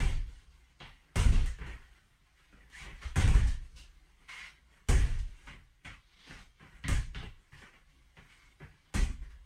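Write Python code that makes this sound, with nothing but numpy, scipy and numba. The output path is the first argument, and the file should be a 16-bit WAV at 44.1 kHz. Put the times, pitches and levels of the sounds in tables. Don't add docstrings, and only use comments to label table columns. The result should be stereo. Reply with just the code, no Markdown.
import sys
import numpy as np
from scipy import signal
from scipy.fft import rfft, irfft
from scipy.io import wavfile
from scipy.ndimage import uniform_filter1d
from numba import njit

SR = 44100
rng = np.random.default_rng(int(sys.argv[2]) if len(sys.argv) > 2 else 0)


def unload_audio(sound):
    columns = np.transpose(np.atleast_2d(sound))
    steps = np.round(np.clip(columns, -1, 1) * 32767)
    wavfile.write(sys.argv[1], SR, steps.astype(np.int16))


N = 416744

# start [t/s], slap [level/dB], body, edge and treble against the slap [level/dB],
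# 60 dB tail fall before TAIL_FALL scales it [t/s], tail build-up [t/s], ring [f/Hz], ring against the slap [level/dB]
BLOWS = [(0.002, -34, 1, -7, -8, 0.65, 0.0038, 2420, -22),
         (0.802, -41.5, -4, -3, -29, 0.51, 0.0069, 1960, -10),
         (1.157, -31, 2.5, -11, -2, 0.64, 0.0039, 1860, -21),
         (1.19, -37.5, 5, -1.5, -10, 0.62, 0.0047, 1430, -21),
         (1.319, -38, 2, -4, -8.5, 0.72, 0.0081, 2630, -15.5),
         (1.459, -45, -14, -6.5, -0.5, 0.34, 0.0042, 1850, -3),
         (1.586, -50.5, 1, -13, -17, 1, 0.0037, 1680, -3),
         (1.608, -44, -4.5, -23, -30, 1, 0.0069, 1810, -8),
         (1.661, -42, -8.5, -17.5, -15.5, 0.62, 0.0084, 1860, -10),
         (2.526, -56, 5, -40, -33, 0.67, 0.0029, 1410, -2.5),
         (2.7, -56.5, -10, -13, -4, 0.31, 0.0027, 1850, -6),
         (3.015, -39.5, -7, -8, -11.5, 0.48, 0.015, 1850, -12),
         (3.158, -30, 4.5, -13, -3.5, 0.62, 0.0056, 1770, -8),
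         (3.199, -30, -9, -5.5, -20, 0.36, 0.0044, 1690, -23),
         (3.277, -35, 3.5, -19, -6, 0.62, 0.0026, 2360, -7),
         (3.34, -36, 0, -9.5, -7.5, 0.64, 0.0075, 1780, -10.5),
         (3.469, -44.5, -7, 0.5, -1, 0.4, 0.0095, 1770, -3.5),
         (3.759, -50.5, -6, 7.5, 1, 0.45, 0.036, 2730, 0.5),
         (4.886, -28.5, 5, -11.5, -1, 0.43, 0.0056, 1760, -12),
         (4.969, -38.5, -2, -10, -6, 0.98, 0.01, 1730, -19),
         (5.188, -55.5, -9, 5.5, 1, 0.3, 0.0064, 1870, -9),
         (5.471, -41.5, -10.5, -12.5, -21, 0.44, 0.0065, 1980, -16),
         (5.534, -53.5, 2.5, -24, -33, 0.45, 0.0022, 1970, -16),
         (5.847, -37, -12, -15, -16.5, 0.41, 0.0081, 2060, -13),
         (6.266, -51, 0.5, -3, -14, 0.57, 0.0058, 1680, -19),
         (6.309, -47, 0, -22, -28, 0.29, 0.0026, 1520, -5),
         (6.597, -49, -1.5, -26, -34, 1, 0.0063, 1530, -15.5),
         (6.839, -38.5, -13, -1, -25, 0.47, 0.0033, 1950, 2.5),
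         (6.882, -30.5, -3.5, -10.5, -3.5, 0.49, 0.0032, 1680, -14),
         (7.147, -37.5, -11, -6.5, -22.5, 0.53, 0.0043, 1710, -25),
         (7.228, -43.5, 5, -23, -15, 0.24, 0.0046, 2750, -4),
         (7.521, -48, -13, -17, -18, 0.73, 0.0052, 1800, -6),
         (7.618, -46, -5, -23, -30, 0.48, 0.0035, 1840, -21),
         (7.731, -49.5, -9, -42, -34, 0.48, 0.0072, 1990, -22),
         (8.168, -48, -3, -15, -44, 0.46, 0.0045, 1820, -6),
         (8.6, -46, -1, -47, -43, 0.54, 0.0068, 1660, -12),
         (8.94, -31.5, 1, -9, -3, 0.53, 0.0065, 2510, -12),
         (9.215, -52.5, -7, -20, -19.5, 0.78, 0.013, 1750, -10),
         (9.306, -53.5, -18, -10, -12, 0.26, 0.0036, 1780, -16)]
# [f/Hz], factor on a blow's tail time [no unit]
TAIL_FALL = [(200, 0.53), (2000, 1.22), (6000, 1.245), (13000, 0.7)]
CRACK_DB, TAIL_DB = -3, -6.5
CRACK_FULL_S = 0.0045
TAIL_HOLD_S = 0.098
BLOW_PAN_DB = -0.5


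def blows(hz, ringing=False):
    power = np.zeros(N + SR)
    t = np.arange(SR // 2 + SR // 4) / SR
    crack = undb(2 * CRACK_DB) * np.exp(-t / 0.00092)
    fade = t + 0.4 * np.maximum(t - TAIL_HOLD_S, 0)
    for s, db, body_db, edge_db, treble_db, t60, rise_s, _, ring_db in BLOWS:
        build_up = 1 - np.exp(-t / rise_s)
        die_away = np.exp(-2 * np.log(1000) * fade / (t60 * on_log(TAIL_FALL, hz)))
        shape = undb(2 * TAIL_DB) * build_up * die_away + crack * (CRACK_FULL_S / rise_s) ** 3.0
        colour_db = ring_db if ringing else tilted(hz, (150., 600.), body_db, edge_db, treble_db)
        start = int(s * SR)
        power[start:start + len(t)] += undb(2 * (db + colour_db)) * shape
    return power[:N] * undb(BLOW_PAN_DB * np.array([[1], [-1]]))


# full strength from [t/s], rise [t/s], hold [t/s], slap-band [level/dB],
# body, edge and treble against that [level/dB], ring [f/Hz], ring against that [level/dB]
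RUBS = [(0.3, 0.08, 0.13, -65.5, -10, -0.5, -6, 2100, -18), (0.55, 0.25, 0.46, -69, -15, -4, -8, 2070, -11),
        (1.036, 0.097, 0.09, -67.5, -10.5, -25, -17, 1880, -16),
        (1.93, 0.043, 0.062, -65, -15.5, -25, -26, 1970, -15),
        (2.4, 0.15, 0.095, -66, -19, -1.5, -15, 2270, -24), (2.6, 0.1, 0.06, -69.5, -9, -23, -17, 1900, 0),
        (2.75, 0.042, 0.052, -55, -36, -20, -7.5, 1790, 3.5),
        (2.808, 0.097, 0.039, -49.5, -27, -3.5, -11, 2320, -12),
        (2.88, 0.061, 0.017, -52.5, -5.5, -27, -31, 2100, -8),
        (2.96, 0.04, 0.062, -58.5, -15, -9, -11, 2060, -13), (3.62, 0.05, 0.14, -69, -8, -8, -2, 2060, -18),
        (4.08, 0.06, 0.02, -68.5, -21, -20, -14, 1990, -16),
        (4.21, 0.055, 0.07, -66, -11, -17, -10, 2100, -13),
        (4.291, 0.01, 0.17, -46.5, -30.5, -7.5, -15.5, 2160, -4),
        (4.73, 0.099, 0.051, -61.5, -16, -32, -15, 2000, -14),
        (5.27, 0.023, 0.078, -69.5, -7, -7, -8, 2100, -13.5),
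        (5.44, 0.29, 0.027, -61.5, -15, -11, -6, 2160, -20),
        (6.14, 0.17, 0.11, -69, -28.5, 11, -15, 2300, -4),
        (6.19, 0.06, 0.11, -66.5, -14, 7, -10, 2250, -24),
        (6.33, 0.16, 0.087, -56, -15.5, -2.5, -10, 2080, -20), (6.54, 0.05, 0.05, -76, -9, 8, -6, 2320, -7),
        (6.76, 0.12, 0.02, -63, -11.5, -13, -9, 2060, -15), (7.4, 0.042, 0.052, -78, -9, -17, 1, 2100, -16),
        (7.58, 0.06, 0.026, -64, -20, 4, -4.5, 2000, -20), (7.9, 0.08, 0.22, -75, -11, 3, -9, 2200, -2),
        (8.3, 0.1, 0.22, -63.5, -33, -4.5, -11, 2170, -4),
        (8.86, 0.36, 0.04, -67, -11, -9, -16, 2060, -18.5)]
RUB_RISE_DB = 18
RUB_SAG_DB_S, RUB_FALL_DB_S = 11.5, 170


def rubs(hz, grain, ringing=False):
    power = np.zeros(N + 2 * SR)
    t = np.arange(-SR // 2, SR // 2) / SR
    for s, rise_s, hold_s, db, body_db, edge_db, treble_db, _, ring_db in RUBS:
        colour_db = ring_db if ringing else tilted(hz, (300., 800.), body_db, edge_db, treble_db)
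        rise_db = RUB_RISE_DB * np.minimum(t, 0) / rise_s
        shape_db = rise_db + swell_db(t, RUB_SAG_DB_S, hold_s, RUB_FALL_DB_S)
        start = int(s * SR)
        power[start:start + len(t)] += undb(2 * (db + colour_db + shape_db))
    return power[SR // 2:SR // 2 + N] * grain


RING_HZ = 420


def ring(noise, grain):
    t = np.arange(N) / SR
    starts, pitch = np.transpose(BLOWS)[[0, 7]]
    hz = pitch[np.maximum(np.searchsorted(starts, t) - 1, 0)]
    struck = blows(2400.0, ringing=True)
    rubbed = rubs(2000., grain, ringing=True)
    starts, pitch = np.transpose(RUBS)[[0, 7]]
    hz = np.where(rubbed > struck.mean(axis=0), np.interp(t, starts, pitch), hz)
    width = 1. * RING_HZ
    tone = np.array([svf(svf(port, hz, width), hz, width) for port in irfft(noise, N)])
    return tone / tone.std() * soft(struck + rubbed, 2000.)


# [f/Hz], level per Hz [level/dB]
COLOUR = [(88, -3), (150, -5.5), (221, -15.5), (346, -18), (429, -17.5), (621, -23), (934, -18),
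          (1710, -19.5), (1880, -16.5), (2720, -19), (4610, -31), (9280, -36.5), (11300, -49.5),
          (14500, -56.5), (15700, -57)]
BANDS_HZ = 160 * 2 ** np.arange(0, 6.7, 1 / 2)


def room_sounds():
    hz, noise = pair(direct=0.14, apart_hz=450, spread_db=3.0)
    grain = undb(2 * 0.68 * walk(66))
    swell = walk(2.894)
    colour = undb(on_log(COLOUR, hz))
    out = ring(noise, grain)
    for centre, window in zip(BANDS_HZ, bands(hz)):
        carrier = irfft(noise * window * colour, N) * np.sqrt(SR / 2)
        power = blows(centre) + rubs(centre, grain) + hush(centre, swell)
        flicker = undb(1.3 * walk(25))
        out = out + carrier * flicker * soft(power, centre)
    return out


# [f/Hz], width of one resonance [f/Hz], strength [level/dB]
FLOOR_MODES = [(27.16, 7.8, 0.5), (39.26, 18, -0.5), (49.24, 7.4, 0), (57.32, 8.3, 0), (83.1, 34, 4),
               (113.7, 13.5, 0.5), (146.3, 18.5, -6), (180.7, 48, -17.5), (259.8, 25.8, -20)]
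# start [t/s], deep modes [level/dB], middle and top modes together [level/dB],
# shakes on for [t/s]
JOLTS = [(0.0, -22, -31, 0.19), (0.25, -40.5, -60.5, 0.037), (0.46, -57.5, -72, 0.18),
         (0.803, -51.5, -54.5, 0.12), (1.156, -25, -25.5, 0.24), (1.249, -19, -27.5, 0.12),
         (1.345, -24.5, -34, 0.11), (1.601, -38.5, -46.5, 0.17), (1.87, -56, -73, 0.034),
         (2.2, -72, -74, 0.2), (2.52, -57.5, -70, 0.24), (2.72, -57.5, -75, 0.1),
         (2.81, -47.5, -55.5, 0.06), (2.87, -45, -55, 0.12), (3.04, -35, -63, 0.06),
         (3.157, -27, -23.5, 0.12), (3.234, -18, -25.5, 0.1), (3.343, -20, -28, 0.15),
         (3.59, -39.5, -54, 0.022), (3.72, -49, -60.5, 0.3), (4.41, -60, -80, 0.086),
         (4.62, -67, -75, 0.08), (4.887, -19.5, -25, 0.36), (5.43, -51, -70, 0.05),
         (5.472, -52.5, -51, 0.16), (5.848, -50.5, -48.5, 0.079), (6.29, -50, -53, 0.17),
         (6.598, -63, -57, 0.12), (6.72, -53, -63, 0.1), (6.841, -42, -35, 0.05),
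         (6.884, -24.5, -28, 0.092), (7.06, -39.5, -49, 0.016), (7.15, -39.5, -42.5, 0.14),
         (7.521, -55, -53, 0.073), (7.81, -61, -83, 0.032), (7.97, -61, -85, 0.12), (8.168, -59, -55, 0.07),
         (8.42, -62, -70, 0.1), (8.6, -54, -49, 0.082), (8.941, -26.5, -29.5, 0.032),
         (8.98, -24, -33, 0.056), (9.089, -46, -40.5, 0.025), (9.16, -39.5, -52, 0.1),
         (9.32, -50, -70, 0.2)]
# build-up [t/s], loss while shaking [dB/s],
# loss after [dB/s], tremor at rest [level/dB], its wander [level/dB]
FLOOR_SWING = [(0.006, 42, 168, -67, 2.5), (0.0057, 55.5, 187, -75, 2.6), (0.0042, 91, 223, -81.5, 3.5)]
KNOCK_DB = -7.5
KNOCK_PER_DB = 0.27


def floor_shake():
    hz, noise = pair(direct=0.0071, apart_hz=1490, spread_db=3.5)
    out, t = 0, np.arange(SR) / SR
    starts, deep_db, upper_db, holds = np.transpose(JOLTS)
    groups = FLOOR_MODES[:4], FLOOR_MODES[4:6], FLOOR_MODES[6:]
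    tilt_db = KNOCK_DB - KNOCK_PER_DB * (upper_db - upper_db.max())
    middle_db = upper_db - 10 * np.log10(1 + undb(2 * tilt_db))
    levels = deep_db, middle_db, middle_db + tilt_db
    for modes, jolt_db, swing in zip(groups, levels, FLOOR_SWING):
        rise_s, sag_db_s, fall_db_s, rest_db, wander_db = swing
        power = np.zeros(N + SR)
        for s, db, hold_s in zip(starts, jolt_db, holds):
            shape = (1 - np.exp(-t / rise_s)) * undb(db + swell_db(t, sag_db_s, hold_s, fall_db_s))
            power[int(s * SR):int(s * SR) + SR] += shape ** 2
        response = sum(undb(g) * (w / 2 / (w / 2 + 1j * (hz - f))) ** 2 for f, w, g in modes)
        shaking = irfft(noise * response, N)
        even = shaking / np.sqrt(uniform_filter1d(np.mean(shaking ** 2, axis=0), size=3500))
        tremor = undb(2 * (rest_db + wander_db * walk(4.2)))
        out = out + even * np.sqrt(power[:N] + tremor)
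    return out


# [f/Hz], level per Hz [level/dB]
HUSH = [(88, -28), (150, 6.5), (172, -32.5), (274, -14), (609, -27.5), (754, -4.5), (934, -21),
        (1780, -15.5), (7070, -29), (10000, -35), (13000, -34.5), (15700, -42.5)]
HUSH_DB = -66


def hush(centre, swell):
    level_db = HUSH_DB - band_db(HUSH, 712.0, 5340.0)
    return undb(2 * (level_db + on_log(HUSH, centre) - on_log(COLOUR, centre) + .8 * swell))


# [f/Hz], left minus right [level/dB]
PORT_DB = [(200, 0), (500, -0.5), (1500, -2), (4000, -1), (8000, 0), (12000, -4)]
PORT_LAG = 26


def pair(direct, apart_hz, spread_db):
    hz = np.fft.rfftfreq(N, 1 / SR)
    wave, mid, side = rfft(patchy(rng.standard_normal((3, N)), spread_db, hz=50, s=.08))
    left_right = np.array([[1], [-1]])
    w = hz / np.hypot(hz, apart_hz)
    diffuse = (mid + w * side * left_right) / np.sqrt(1 + w ** 2)
    late = np.exp(-2j * np.pi * hz * PORT_LAG / SR * np.array([[1], [0]]))
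    ports = undb(on_log(PORT_DB, hz) * left_right / 2)
    return hz, ports * (np.sqrt(direct) * wave * late + np.sqrt(1 - direct) * diffuse)


def patchy(x, spread_db, hz, s):
    z = signal.stft(x, nperseg=2048)[2]
    field = rng.standard_normal(z.shape[1:])
    for axis, size in enumerate((hz * 2048 / SR, s * SR / 1024)):
        field = uniform_filter1d(field, max(int(size), 1), axis=axis)
    z = z * undb(spread_db * field / field.std())
    y = signal.istft(z)[1][:, :N]
    return y * x.std() / y.std()


def bands(hz):
    place = 2 * np.log2(np.maximum(hz, 1) / BANDS_HZ[:, None])
    return np.cos(np.pi / 2 * np.clip(place, -1, 1))


def tilted(hz, body_hz, body_db, edge_db, treble_db):
    slap = band_db(COLOUR, 800., 4000.)
    body, edge, treble = [band_db(COLOUR, *band) - slap for band in (body_hz, (3200., 5500.), (5500., 10000.))]
    corners_hz = [400, 1300, 2500, 4200, 7000]
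    extra_db = [body_db - body, 0, 0, edge_db - edge, treble_db - treble]
    return np.interp(np.log(hz), np.log(corners_hz), extra_db) - slap


def band_db(table, lo_hz, hi_hz):
    density = undb(2 * on_log(table, np.linspace(lo_hz, hi_hz, num=200)))
    return 10 * np.log10(np.mean(density) * (hi_hz - lo_hz))


def swell_db(t, sag_db_s, hold_s, fall_db_s):
    return -sag_db_s * np.clip(t, 0, hold_s) - fall_db_s * np.maximum(t - hold_s, 0)


def soft(power, hz):
    k = int(2 * SR / hz)
    return uniform_filter1d(np.sqrt(np.maximum(power, 0)), k, origin=(k - 1) // 2)


def walk(rate):
    k = int(SR / rate)
    steps = np.repeat(rng.standard_normal(N // k + 1), k)
    return 1.23 * uniform_filter1d(uniform_filter1d(steps, k), k)[:N]


@njit
def svf(x, hz, width_hz):
    y, b, l = np.empty(len(x)), 0., 0.
    for i in range(len(x)):
        g, k = np.tan(np.pi * hz[i] / SR), width_hz / hz[i]
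        v = (b + g * (x[i] - l)) / (1 + g * (g + k))
        b, l, y[i] = 2 * v - b, l + 2 * g * v, k * v
    return y


def undb(db):
    return 10 ** (np.asarray(db) / 20)


def on_log(table, hz):
    f, v = np.transpose(table)
    return np.interp(np.log(np.maximum(hz, 1)), np.log(f), v)


@njit
def follow(power, rise, fall):
    out, e = np.empty(len(power)), power[0]
    for i in range(len(power)):
        e += (power[i] - e) * (rise if power[i] > e else fall)
        out[i] = e
    return out


def suppress(x, knee_db, slope, depth_db):
    smooth = uniform_filter1d(np.mean(x ** 2, axis=0), size=900, origin=-150)
    heard_db = 10 * np.log10(follow(smooth, 1 / (0.0013 * SR), 1 / (0.006 * SR)) + 1e-14)
    return x * undb(np.clip(slope * (heard_db - knee_db), -depth_db, 0))


def scene():
    return room_sounds() + floor_shake()


TOP_HZ = 15850


def record(dry):
    bass = signal.sosfiltfilt(signal.butter(2, 170, fs=SR, output="sos"), dry)
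    heard = bass + suppress(dry - bass, knee_db=-51.5, slope=0.5, depth_db=9)
    heard = signal.sosfilt(signal.butter(4, 23, "highpass", fs=SR, output="sos"), heard)
    return signal.sosfilt(signal.ellip(12, .2, 60, TOP_HZ, fs=SR, output="sos"), heard)


dry = scene()
out = record(dry)
unload_audio(out)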